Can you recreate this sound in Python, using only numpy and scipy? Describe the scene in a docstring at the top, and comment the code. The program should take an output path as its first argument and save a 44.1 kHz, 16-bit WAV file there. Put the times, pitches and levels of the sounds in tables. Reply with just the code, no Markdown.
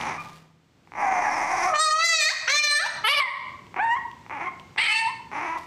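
"""A puppy cries and grumbles against the bars of a wire cage in a small, hard-walled room.
Its slack vocal folds slap in creaky, uneven pulses, often with a thin whine on top; tense, they give
bright cries that grow louder as the mouth opens and end in an upward flick. The wires tick and scrape
under its paws, and the room rings after each call. Beneath lie a low rumble and a faint hiss,
which gain control pushes down during the loud cries."""
import sys
import numpy as np
from scipy import signal
from scipy.fft import rfft, irfft, next_fast_len
from scipy.io import wavfile
from scipy.ndimage import uniform_filter1d

SR = 44100
rng = np.random.default_rng(int(sys.argv[2]) if len(sys.argv) > 2 else 0)


def dump(signal):
    """Clip the signal to [-1, 1] and save it as 16-bit WAV at the path in sys.argv[1]."""
    limited = np.clip(np.atleast_2d(signal).T, -1, 1)
    pcm = np.round(limited * 32767).astype(np.int16)
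    wavfile.write(sys.argv[1], SR, pcm)


N = 249606
BAND_LIMIT_HZ = 15500

# throat spectra, mouth open, stretched wide, screaming, yelping, nearly shut: f/Hz, gain/dB
OPEN = [(350, -36), (600, -6.5), (1250, -4), (1900, 0), (2500, -5.5), (3200, -10.5), (4400, 2.5),
        (5300, -9), (6200, -5), (8200, -12.5), (8900, -24.5), (15000, -40.5)]
GAPING = [(350, -25.5), (600, -9), (1800, -3.5), (2400, -6), (3000, -13.5), (4150, 7.5), (4750, -8),
          (5950, -5.5), (7100, -20), (8300, -12), (8900, -29), (10200, -22), (15000, -38)]
SCREAM = [(450, -19), (900, 7.5), (1400, -6), (2200, 9), (2750, -0.5), (3550, -16.5), (4400, -8.5),
          (5300, -30), (7000, -49), (8200, -20.5), (9400, -47), (10600, -28.5), (11800, -73)]
YELP = [(400, -12), (600, 0), (1150, 3.5), (1500, -2.5), (2250, -0.5), (2600, -1), (3020, 5), (3700, -7),
        (4700, -4.5), (5400, -13), (7300, -34), (8300, -21), (9000, -23.5), (10100, -21), (11400, -22),
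        (13500, -44)]
PURSED = [(750, -0.5), (1900, 5), (2800, -8), (3700, -20), (8400, -29), (10000, -50)]
# held part of each cry: t/s, pitch/Hz, mouth resonance/Hz
LONG_CRY = [(1.732, 603.3, 1060), (1.78, 601.3, 980), (1.816, 633.2, 1550), (1.9, 613.7, 1207),
            (1.984, 635.4, 1160), (2.028, 665.6, 1650), (2.06, 680.3, 2040), (2.14, 655.3, 2360),
            (2.228, 601, 2380), (2.285, 641, 2130)]
SECOND_CRY = [(2.473, 464.4, 1540), (2.5, 540.4, 2160), (2.535, 589.2, 2140), (2.6, 599.8, 2360),
              (2.7, 586.4, 2250), (2.76, 589.4, 1890), (2.785, 594.7, 1780)]
SHORT_YELP = [(3.037, 424.4, 1460), (3.072, 443, 1790), (3.092, 549.7, 2200), (3.144, 607.2, 2170),
              (3.165, 566.5, 2100), (3.198, 590.5, 2220)]
WHIMPER = [(3.785, 704, 750), (3.814, 856, 860), (3.85, 925, 980), (3.888, 915.4, 834),
           (3.943, 970.4, 1000)]
SHRIEK = [(4.775, 798, 1860), (4.829, 935, 2300), (4.895, 848, 2260), (4.934, 876, 2780),
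          (4.989, 902, 2590), (5.037, 908, 950), (5.065, 901, 980)]
# cries: curve, throat, body level at widest mouth/dB, treble re body/dB, mouth resonance gain/dB,
# swell/s, flick length/s, flick rise/octaves, flick gain/dB
CRIES = [(LONG_CRY, OPEN, -7, -0.61, 18.4, 0.014, .05, 0.97, -6.5),
         (SECOND_CRY, GAPING, -10, -3, 15.7, 0.013, .09, 0.76, -8),
         (SHORT_YELP, YELP, -14, -7.5, 12.5, 0.009, 0.012, 1, -7),
         (WHIMPER, PURSED, -23, -32.5, 10.9, 0.012, 0.041, 0.22, -5.5),
         (SHRIEK, SCREAM, -19, -8.5, 18.5, 0.011, 0.042, 0.268, 0.68)]
# fold strain per cry: onset roughness/0-1, held roughness/0-1, settling/s, doubling/0-1, air sizzle/dB
FOLD_STRAIN = [(.3, .052, .05, .1, 12), (.7, .07, .045, .15, 11), (.12, .28, .05, .03, 11),
               (.2, .1, .08, 0, 0), (.75, .11, .13, .5, 16)]

def cry(curve, throat, level_db, bright_db, mouth_db, swell_s, flick_s, flick_octaves, flick_db, strain,
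        mouth_width_hz=300, shut_hz=1160, jitter=0.0602, rasp=0.24, shimmer_db=4, release_db=7):
    """Vibrating folds and the air they chop pass the throat and a moving mouth resonance."""
    t = np.arange(curve[0][0], curve[-1][0] + flick_s, 1 / SR)
    hz, mouth_hz = follow(curve, t)
    age_s = t - t[0]
    onset = np.exp(-age_s / swell_s)
    flick = np.clip((t - curve[-1][0]) / flick_s, 0, 1)
    # soft, dull onset; louder and brighter as the mouth opens; thinner treble in the flick
    opening_octaves = np.log2(mouth_hz / mouth_hz.max())
    body_db = level_db + 4.5 * opening_octaves - 6 * onset + flick_db * np.sqrt(flick)
    body_db += 2 * wander(len(t), hz=22.3)
    treble_db = body_db + bright_db + 9 * opening_octaves - 33 * onset - 4.5 * np.sqrt(flick)
    mouth_hz = mouth_hz + (shut_hz - mouth_hz) * flick

    rough_onset, rough_held, settle_s, doubled, sizzle_db = strain
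    unsettled = np.exp(-(age_s / settle_s) ** 2)
    rough = rough_held + (rough_onset - rough_held) * unsettled + .4 * np.sqrt(flick)
    doubling = doubled * np.sqrt(unsettled)
    flutter = .18 * np.maximum(wander(len(t), hz=14), 0)
    tremor = .0025 * wander(len(t), hz=40)
    hz = hz * 2 ** (flick_octaves * flick) * (1 + jitter * rough * wander(len(t), hz=167) + tremor)
    cycles = np.cumsum(hz) / SR

    folds = np.zeros(len(t))
    for k in np.arange(1, 67) / 2:
        # alternating strong and weak cycles put lines halfway between the harmonics
        weight = doubling + flutter * min(k * hz[0] / 6000, 1) ** 2 if k % 1 else 1
        db = at_hz(throat, k * hz) + mouth_db / (1 + ((k * hz - mouth_hz) / mouth_width_hz) ** 2)
        db -= release_db * np.log2(max(k, 1)) * np.exp((t - t[-1]) / 0.0037)  # folds stop meeting
        db += shimmer_db * min(k / 4, 1) * wander(len(t), hz=18)  # head movement
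        partial = np.cos(2 * np.pi * (k * cycles + rng.random()))
        folds += weight * gain_of(db) * (k * hz < BAND_LIMIT_HZ) * partial
    air = colour((1 + np.cos(2 * np.pi * cycles)) * rng.standard_normal(len(t)), throat)
    sizzle = colour(unit_rms(air), [(2500, 0), (7000, sizzle_db)])
    voice = unit_rms(folds) * (1 + .5 * rough * wander(len(t), hz=80)) + rasp * rough * sizzle
    return t[0], faded(set_bands(voice, body_db, treble_db, window_samples=400), .008, .012)


# treble flares in the cries: t/s, half length/s, f/Hz, lift/dB
MOUTH_FLARES = [(1.817, 0.052, 8370, 15), (1.841, 0.029, 4740, 8), (2.16, 0.04, 6400, 6),
                (2.311, 0.012, 4800, 7), (2.476, 0.013, 5800, 21), (2.568, 0.11, 6300, 12.5),
                (2.772, 0.061, 8700, 14), (3.049, 0.03, 11070, 19.5), (4.977, 0.13, 6500, 15)]

def mouth_flares(x, width_hz=1140):
    """As the mouth changes shape, groups of high overtones briefly stand out."""
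    hz, t, spectrum = signal.stft(x, SR, nperseg=256)
    lift_db = 0
    for at_s, half_s, centre_hz, db in MOUTH_FLARES:
        band = np.exp(-((hz - centre_hz) / width_hz) ** 2)
        moment = np.exp(-((t - at_s) / half_s) ** 2)
        lift_db += db * np.outer(band, moment)
    return signal.istft(spectrum * gain_of(lift_db), SR, nperseg=256)[1][:N]


# throat spectra, deep growl and short grumble: f/Hz, gain/dB
DEEP = [(120, -30.5), (260, -16.5), (450, -22.5), (620, -11.5), (790, -1.5), (1050, -4), (1450, -18),
        (2100, -7.5), (2450, -15), (2850, -32.5), (4200, -41.5), (5900, -26.5), (7200, -41), (10500, -44.5),
        (12000, -59)]
SHORT = [(120, -43), (260, 0.5), (600, -3), (850, 12.5), (1100, 8), (1550, -1), (2250, 6), (2650, -5),
         (3100, -16.5), (4600, -25.5), (6000, -18), (7500, -35.5), (10500, -33), (12000, -55)]
# course of each growl: t/s, pulse rate/Hz, period scatter/0-1, body level/dB
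FIRST_GRUMBLE = [(0, 190, 0.45, -31.5), (.13, 204, 0.34, -32), (.18, 110, .3, -36)]
LONG_GROWL = [(.95, 200.1, 0.39, -36), (1.02, 259.5, 0.33, -26), (1.35, 289.4, 0.19, -26),
              (1.58, 340.7, 0.082, -27), (1.675, 383.2, 0.029, -25), (1.735, 340, 0.045, -40)]
GRUNT = [(3.76, 197.6, 0.43, -32.5), (3.805, 279.4, .2, -28)]
CREAK = [(4.304, 138.6, 0.26, -33), (4.325, 302.6, 0.053, -35), (4.375, 276.6, 0.054, -31.5),
         (4.392, 170.2, 0.22, -36), (4.412, 330.5, 0.043, -29), (4.455, 371.7, 0.031, -36.5),
         (4.487, 360, 0.024, -38.5)]
LAST_GRUMBLE = [(5.318, 251.7, .35, -34), (5.365, 302.8, 0.12, -32), (5.42, 327.5, 0.072, -31.5),
                (5.505, 331.5, 0.044, -31), (5.575, 327.4, .06, -36.5)]
# growls: curve, first rasp re body/dB, last rasp re body/dB, throat
GROWLS = [(FIRST_GRUMBLE, -15.5, -18.5, SHORT), (LONG_GROWL, -25.5, -12, DEEP), (GRUNT, -35, -47, SHORT),
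          (CREAK, -35.5, -25.5, SHORT), (LAST_GRUMBLE, -24.5, -24.5, SHORT)]
# muzzle cavities: f/Hz, width/Hz
MUZZLE_CAVITIES = [(320, 70), (800, 130), (1080, 160), (1900, 250), (2300, 200), (2650, 250)]

def growl(curve, first_rasp_db, last_rasp_db, throat, puff_cycles=.3, heave_db=1.3):
    """Slack folds slap shut, unevenly or on a low note; each slap rings the throat and frees a puff."""
    t = np.arange(curve[0][0], curve[-1][0], 1 / SR)
    rate_hz, scatter, body_db = follow(curve, t)
    cycles = np.cumsum(rate_hz * np.exp(scatter * wander(len(t), hz=150))) / SR
    slaps = np.diff(np.floor(cycles), prepend=-1) * np.exp(.22 * rng.standard_normal(len(t)))
    puffs = (.1 + np.exp(-(cycles % 1) / puff_cycles)) * rng.standard_normal(len(t))
    air = colour(unit_rms(puffs), [(2500, -15), (4500, 2)])
    voice = colour(unit_rms(slaps) + air, throat)
    for hz, width_hz in MUZZLE_CAVITIES:
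        # all-pass: each cavity delays its band, so a slap rings on into the next
        radius = np.exp(-np.pi * width_hz / SR)
        poles = [1, -2 * radius * np.cos(2 * np.pi * hz / SR), radius ** 2]
        voice = signal.lfilter(poles[::-1], poles, voice)
    body_db += heave_db * wander(len(t), hz=14)
    treble_db = body_db + np.linspace(first_rasp_db, last_rasp_db, len(t))
    return t[0], faded(set_bands(voice, body_db, treble_db, window_samples=1000), 0.00082, 0.0091)


# whines and squeaks: t/s, length/s, first f/Hz, last f/Hz, end level/dB, swell/dB,
# overtone lift/dB, roughness/0-1
THIN_WHINES = [(0.178, 0.041, 1202, 1210, -33, 2.5, 4, 0.11), (1.021, 0.2, 821.8, 719, -25, -1.5, -4, .15),
               (1.239, 0.06, 954.4, 788, -22.5, 4, 7.5, 0.26),
               (1.505, 0.21, 779, 742.5, -29, -0.5, -3.5, 0.25), (1.6, 0.12, 997.4, 1237, -32, 0, -2, 0.16),
               (1.665, 0.075, 740.5, 612, -23, 13.5, 15.5, .1), (3.2, 0.1, 1157, 965, -22, -22, 13.5, .15),
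               (4.455, 0.034, 1078, 1098, -27.5, 3.5, 9, 0.19),
               (5.489, 0.078, 979, 985.5, -28.5, 8, 1, 0.16), (5.563, 0.012, 1040, 1012, -23, 8, -4, 0)]

def whine(start_s, length_s, first_hz, last_hz, end_db, swell_db, bright_db, rough):
    """A thin, gliding tone rings above the calls; in the late grumbles (4.46 s, 5.49 s) it is the third
    harmonic of the growl's own low note ringing out. A growl beneath shakes it."""
    size = round(length_s * SR)
    progress = np.linspace(0, 1, size)
    hz = first_hz + (last_hz - first_hz) * progress ** 0.664  # fastest at the start
    hz *= 1 + 0.013 * wander(size, hz=18.7)
    hz *= 1 + .12 * rough * wander(size, hz=98)
    phase = 2 * np.pi * np.cumsum(hz) / SR
    tone = np.cos(phase)
    for k, db in ((2, -11), (3, -35)):
        tone += gain_of(db + bright_db) * np.cos(k * phase)
    shaken = unit_rms(tone * (1 + rough * wander(size, hz=250)))
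    level_db = end_db + swell_db * (progress - 1)
    return start_s, faded(gain_of(level_db) * shaken, 0.054 * length_s, 0.061 * length_s)


# voice breaks: t/s, length/s, level/dB
VOICE_BREAKS = [(3.195, 0.037, -13.5), (4.774, 0.11, -22.5)]
# their spectrum: f/Hz, gain/dB
BREAK_SPECTRUM = [(300, -14), (1200, -1), (2000, 9), (2700, 8), (3600, 4.5), (4400, 2.5), (6800, -31),
                  (8200, -6), (12000, -56)]

def voice_break(start_s, length_s, level_db, flutter=0.19):
    """Folds off their note give a harsh, fluttering burst."""
    size = round(length_s * SR)
    burst = noise(size, BREAK_SPECTRUM) * (1 + flutter * wander(size, hz=297))
    return start_s, faded(gain_of(level_db) * burst, 0.015, 0.13 * length_s)


# whistle in the shriek: t/s, f/Hz, level/dB
SHRIEK_WHISTLE = [(4.78, 1890, -22), (4.808, 2090, -23), (4.822, 2270, -17), (4.87, 2200, -23.5),
                  (4.905, 2130, -14.5), (4.96, 2110, -25.5)]

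def whistle(curve, cry_curve, lower_db=-14, upper_db=-4, jitter=0.0138):
    """A second, higher oscillator sounds inside a cry; the folds chop it into two sidebands."""
    t = np.arange(curve[0][0], curve[-1][0], 1 / SR)
    hz, level_db = follow(curve, t)
    folds_hz, _ = follow(cry_curve, t)
    phase = 2 * np.pi * np.cumsum(hz * (1 + jitter * wander(len(t), hz=220))) / SR
    fold_phase = 2 * np.pi * np.cumsum(folds_hz * (1 + jitter * wander(len(t), hz=220))) / SR
    lower = gain_of(lower_db) * np.cos(phase - fold_phase)
    upper = gain_of(upper_db) * np.cos(phase + fold_phase)
    return t[0], faded(gain_of(level_db) * unit_rms(np.cos(phase) + lower + upper), 0.0064, 0.014)


# wheeze in the long growl: t/s, length/s, first f/Hz, last f/Hz, width/Hz, level/dB
GROWL_WHEEZE = (1.015, .42, 6750, 5000, 260, -47)

def wheeze(start_s, length_s, first_hz, last_hz, width_hz, level_db):
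    """Air squeezed through the tight throat hisses in one narrow, sinking resonance."""
    hz = np.linspace(first_hz, last_hz, round(length_s * SR))
    phase = 2 * np.pi * np.cumsum(hz) / SR
    hiss = wander(len(hz), width_hz) * np.cos(phase) + wander(len(hz), width_hz) * np.sin(phase)
    return start_s, faded(gain_of(level_db) * hiss, 0.14, 0.072)


# fold snaps: t/s, peak/dB
FOLD_SNAPS = [(.874, -40), (.92, -29), (0.937, -27.5), (3.743, -24.5), (3.765, -25), (4.264, -31),
              (4.297, -25.5), (4.762, -27), (4.773, -30), (5.316, -26.5)]

def fold_snaps():
    """Single slaps of the folds ring the throat just before a call."""
    out = np.zeros(N)
    snap = colour(signal.unit_impulse(2048), SHORT)
    for at_s, peak_db in FOLD_SNAPS:
        add(out, at_s, gain_of(peak_db) * snap / abs(snap).max())
    return out


def puppy():
    """All the calls of one throat."""
    out = np.zeros(N)
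    for row, strain in zip(CRIES, FOLD_STRAIN):
        add(out, *cry(*row, strain))
    out = mouth_flares(out)
    for call, rows in ((growl, GROWLS), (whine, THIN_WHINES), (voice_break, VOICE_BREAKS)):
        for row in rows:
            add(out, *call(*row))
    add(out, *whistle(SHRIEK_WHISTLE, SHRIEK))
    add(out, *wheeze(*GROWL_WHEEZE))
    return out + fold_snaps()


# wire modes: f/Hz, level/dB, t60/s
WIRE_MODES = [(976, -1, 0.075), (2150, -19.5, 0.038), (2960, 11.5, 0.0033), (5600, -23, .01)]
# paw knocks: t/s, peak/dB
PAW_TICKS = [(0.013, -17), (3.668, -38), (4.115, -32), (4.598, -29)]
# claw slides: t/s, length/s, level before fades/dB
CLAW_SCRAPES = [(0.195, 0.26, -52), (5.571, 0.13, -47.5)]

def cage(slips_per_s=1500):
    """A claw knocks a wire, which rings briefly under the paw, or scrapes along it in tiny slips."""
    out = np.zeros(N)
    t = np.arange(SR // 10) / SR
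    ring = sum(gain_of(db - 60 * t / t60) * np.sin(2 * np.pi * hz * t) for hz, db, t60 in WIRE_MODES)
    for at_s, peak_db in PAW_TICKS:
        add(out, at_s, gain_of(peak_db) * ring / abs(ring).max())
    for at_s, length_s, level_db in CLAW_SCRAPES:
        size = round(length_s * SR)
        slips = rng.standard_normal(size) * (rng.random(size) < slips_per_s / SR)
        scrape = unit_rms(colour(slips, [(2000, 11), (5000, 6), (14000, -9)]))
        add(out, at_s, gain_of(level_db) * faded(scrape, 0.0031, 0.14))
    return out


# room decay: f/Hz, t60/s
ROOM_DECAY = [(200, 0.66), (700, 0.71), (1800, 0.55), (4500, 0.52), (8000, 0.43), (14000, 0.37)]

def room(x, wet_db=-8, build_s=0.029, echoes_per_s=3000, early_db=-11, early_s=.012, early_count=6):
    """The cage tray and near walls reflect first; dense echoes build up, then die away by band."""
    echoes = rng.choice([-1., 1.], SR) * (rng.random(SR) < echoes_per_s / SR)
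    hz, t, spectrum = signal.stft(echoes, SR, nperseg=256)
    decay = gain_of(-60 * t / at_hz(ROOM_DECAY, hz)[:, None])
    tail = signal.istft(spectrum * decay, SR, nperseg=256)[1][:SR]
    tail *= np.minimum(np.arange(SR) / (build_s * SR), 1)
    midband = abs(rfft(tail))[500:3000]  # 1 Hz bins
    out = gain_of(wet_db) * signal.fftconvolve(x, tail)[:N] / np.sqrt(np.mean(midband ** 2))
    for delay_s in early_s * (.2 + rng.random(early_count)):
        add(out, delay_s, gain_of(early_db) * x / np.sqrt(early_count))
    return out


# rumble and hiss spectra: f/Hz, gain/dB
RUMBLE_SPECTRUM = [(20, -34), (55, 1), (95, 9), (170, 8.5), (450, -3), (900, -33)]
HISS_SPECTRUM = [(120, -23), (250, -2), (900, -5.5), (3000, -11), (8000, -20.5), (11000, -45)]
# their shared swell: t/s, gain/dB
BACKGROUND_SWELL = [(0, 16), (.55, -7), (.85, -3), (1.05, 5.5), (3.6, 4.5)]

def background(rumble_db=-58, hiss_db=-61.5, drone_db=-49.9, drone_hz=160, drone_s=0.78):
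    """A low rumble and a faint hiss swell and sink together; a low drone dies away at the start."""
    swell_db, = follow(BACKGROUND_SWELL, np.arange(N) / SR)
    out = gain_of(rumble_db + swell_db) * noise(N, RUMBLE_SPECTRUM)
    t = np.arange(round(drone_s * SR)) / SR
    drone = np.cos(2 * np.pi * drone_hz * t) * (1 + 0.25 * wander(len(t), hz=39))
    add(out, 0, faded(gain_of(drone_db) * unit_rms(drone), 0.0083, drone_s))
    return out + gain_of(hiss_db + swell_db) * noise(N, HISS_SPECTRUM)


def gain_of(db):
    return 10 ** (np.asarray(db) / 20)


def unit_rms(x):
    return x / np.sqrt(np.mean(x ** 2) + 1e-20)


def at_hz(points, hz):
    """Table value at hz, interpolated over log frequency."""
    f, value = np.transpose(points)
    return np.interp(np.log(hz + 1), np.log(f + 1), value)


def follow(curve, t):
    """Every column of a curve at the times t."""
    times, *columns = np.transpose(curve)
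    return [np.interp(t, times, column) for column in columns]


def add(mix, start_s, sound):
    part = mix[round(start_s * SR):][:len(sound)]
    part += sound[:len(part)]


def faded(x, attack_s, release_s):
    t = np.arange(len(x)) / SR
    return x * np.minimum(t / attack_s, 1) * np.minimum(t[::-1] / release_s, 1)


def wander(size, hz):
    """Random motion of rms 1, rolled off above hz."""
    padded = next_fast_len(size)
    f = np.fft.rfftfreq(padded, 1 / SR)
    spectrum = rfft(rng.standard_normal(padded)) / (1 + (f / hz) ** 2)
    return unit_rms(irfft(spectrum, padded)[:size])


def colour(x, points, size=4096):
    """Minimum-phase filter through points (f/Hz, gain/dB): rings after a pulse, never before."""
    log_gain = np.log(gain_of(at_hz(points, abs(np.fft.fftfreq(size, 1 / SR)))))
    ring = np.fft.ifft(np.exp(np.conj(signal.hilbert(log_gain)))).real
    return signal.oaconvolve(x, ring[:size // 2])[:len(x)]


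def noise(size, spectrum):
    return unit_rms(colour(rng.standard_normal(size), spectrum))


def set_bands(voice, body_db, treble_db, window_samples, split_hz=3300):
    """Sets the running rms of a voice below and above split_hz."""
    def steady(band):
        power = uniform_filter1d(uniform_filter1d(band ** 2, window_samples), window_samples)
        return band / np.sqrt(abs(power) + 1e-14)
    body = signal.sosfiltfilt(signal.butter(8, split_hz, fs=SR, output="sos"), voice)
    return gain_of(body_db) * steady(body) + gain_of(treble_db) * steady(voice - body)


def scene():
    """Puppy and cage in the room; one close microphone on both channels."""
    near = puppy() + cage()
    return np.tile(near + room(near) + background(), (2, 1))


def record(dry, limit_db=-20, ratio=110, attack_s=0.0017, recover_db_per_s=73.5):
    """Gain control clamps down quickly on loud calls and recovers slowly; then the band limit."""
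    pole = np.exp(-1 / (attack_s * SR))
    power_db = 10 * np.log10(signal.lfilter([1 - pole], [1, -pole], (dry ** 2).mean(0)) + 1e-12)
    recovery_db = recover_db_per_s * np.arange(N) / SR
    held_db = np.maximum.accumulate(power_db + recovery_db) - recovery_db
    over_db = np.maximum(held_db - limit_db, 0)
    limited = dry / gain_of((1 - 1 / ratio) * uniform_filter1d(over_db, size=200))
    lowpass = signal.firwin(511, BAND_LIMIT_HZ, window=("kaiser", 9), fs=SR)
    return signal.oaconvolve(limited, lowpass[None], "same")


dry = scene()
out = record(dry)
dump(out)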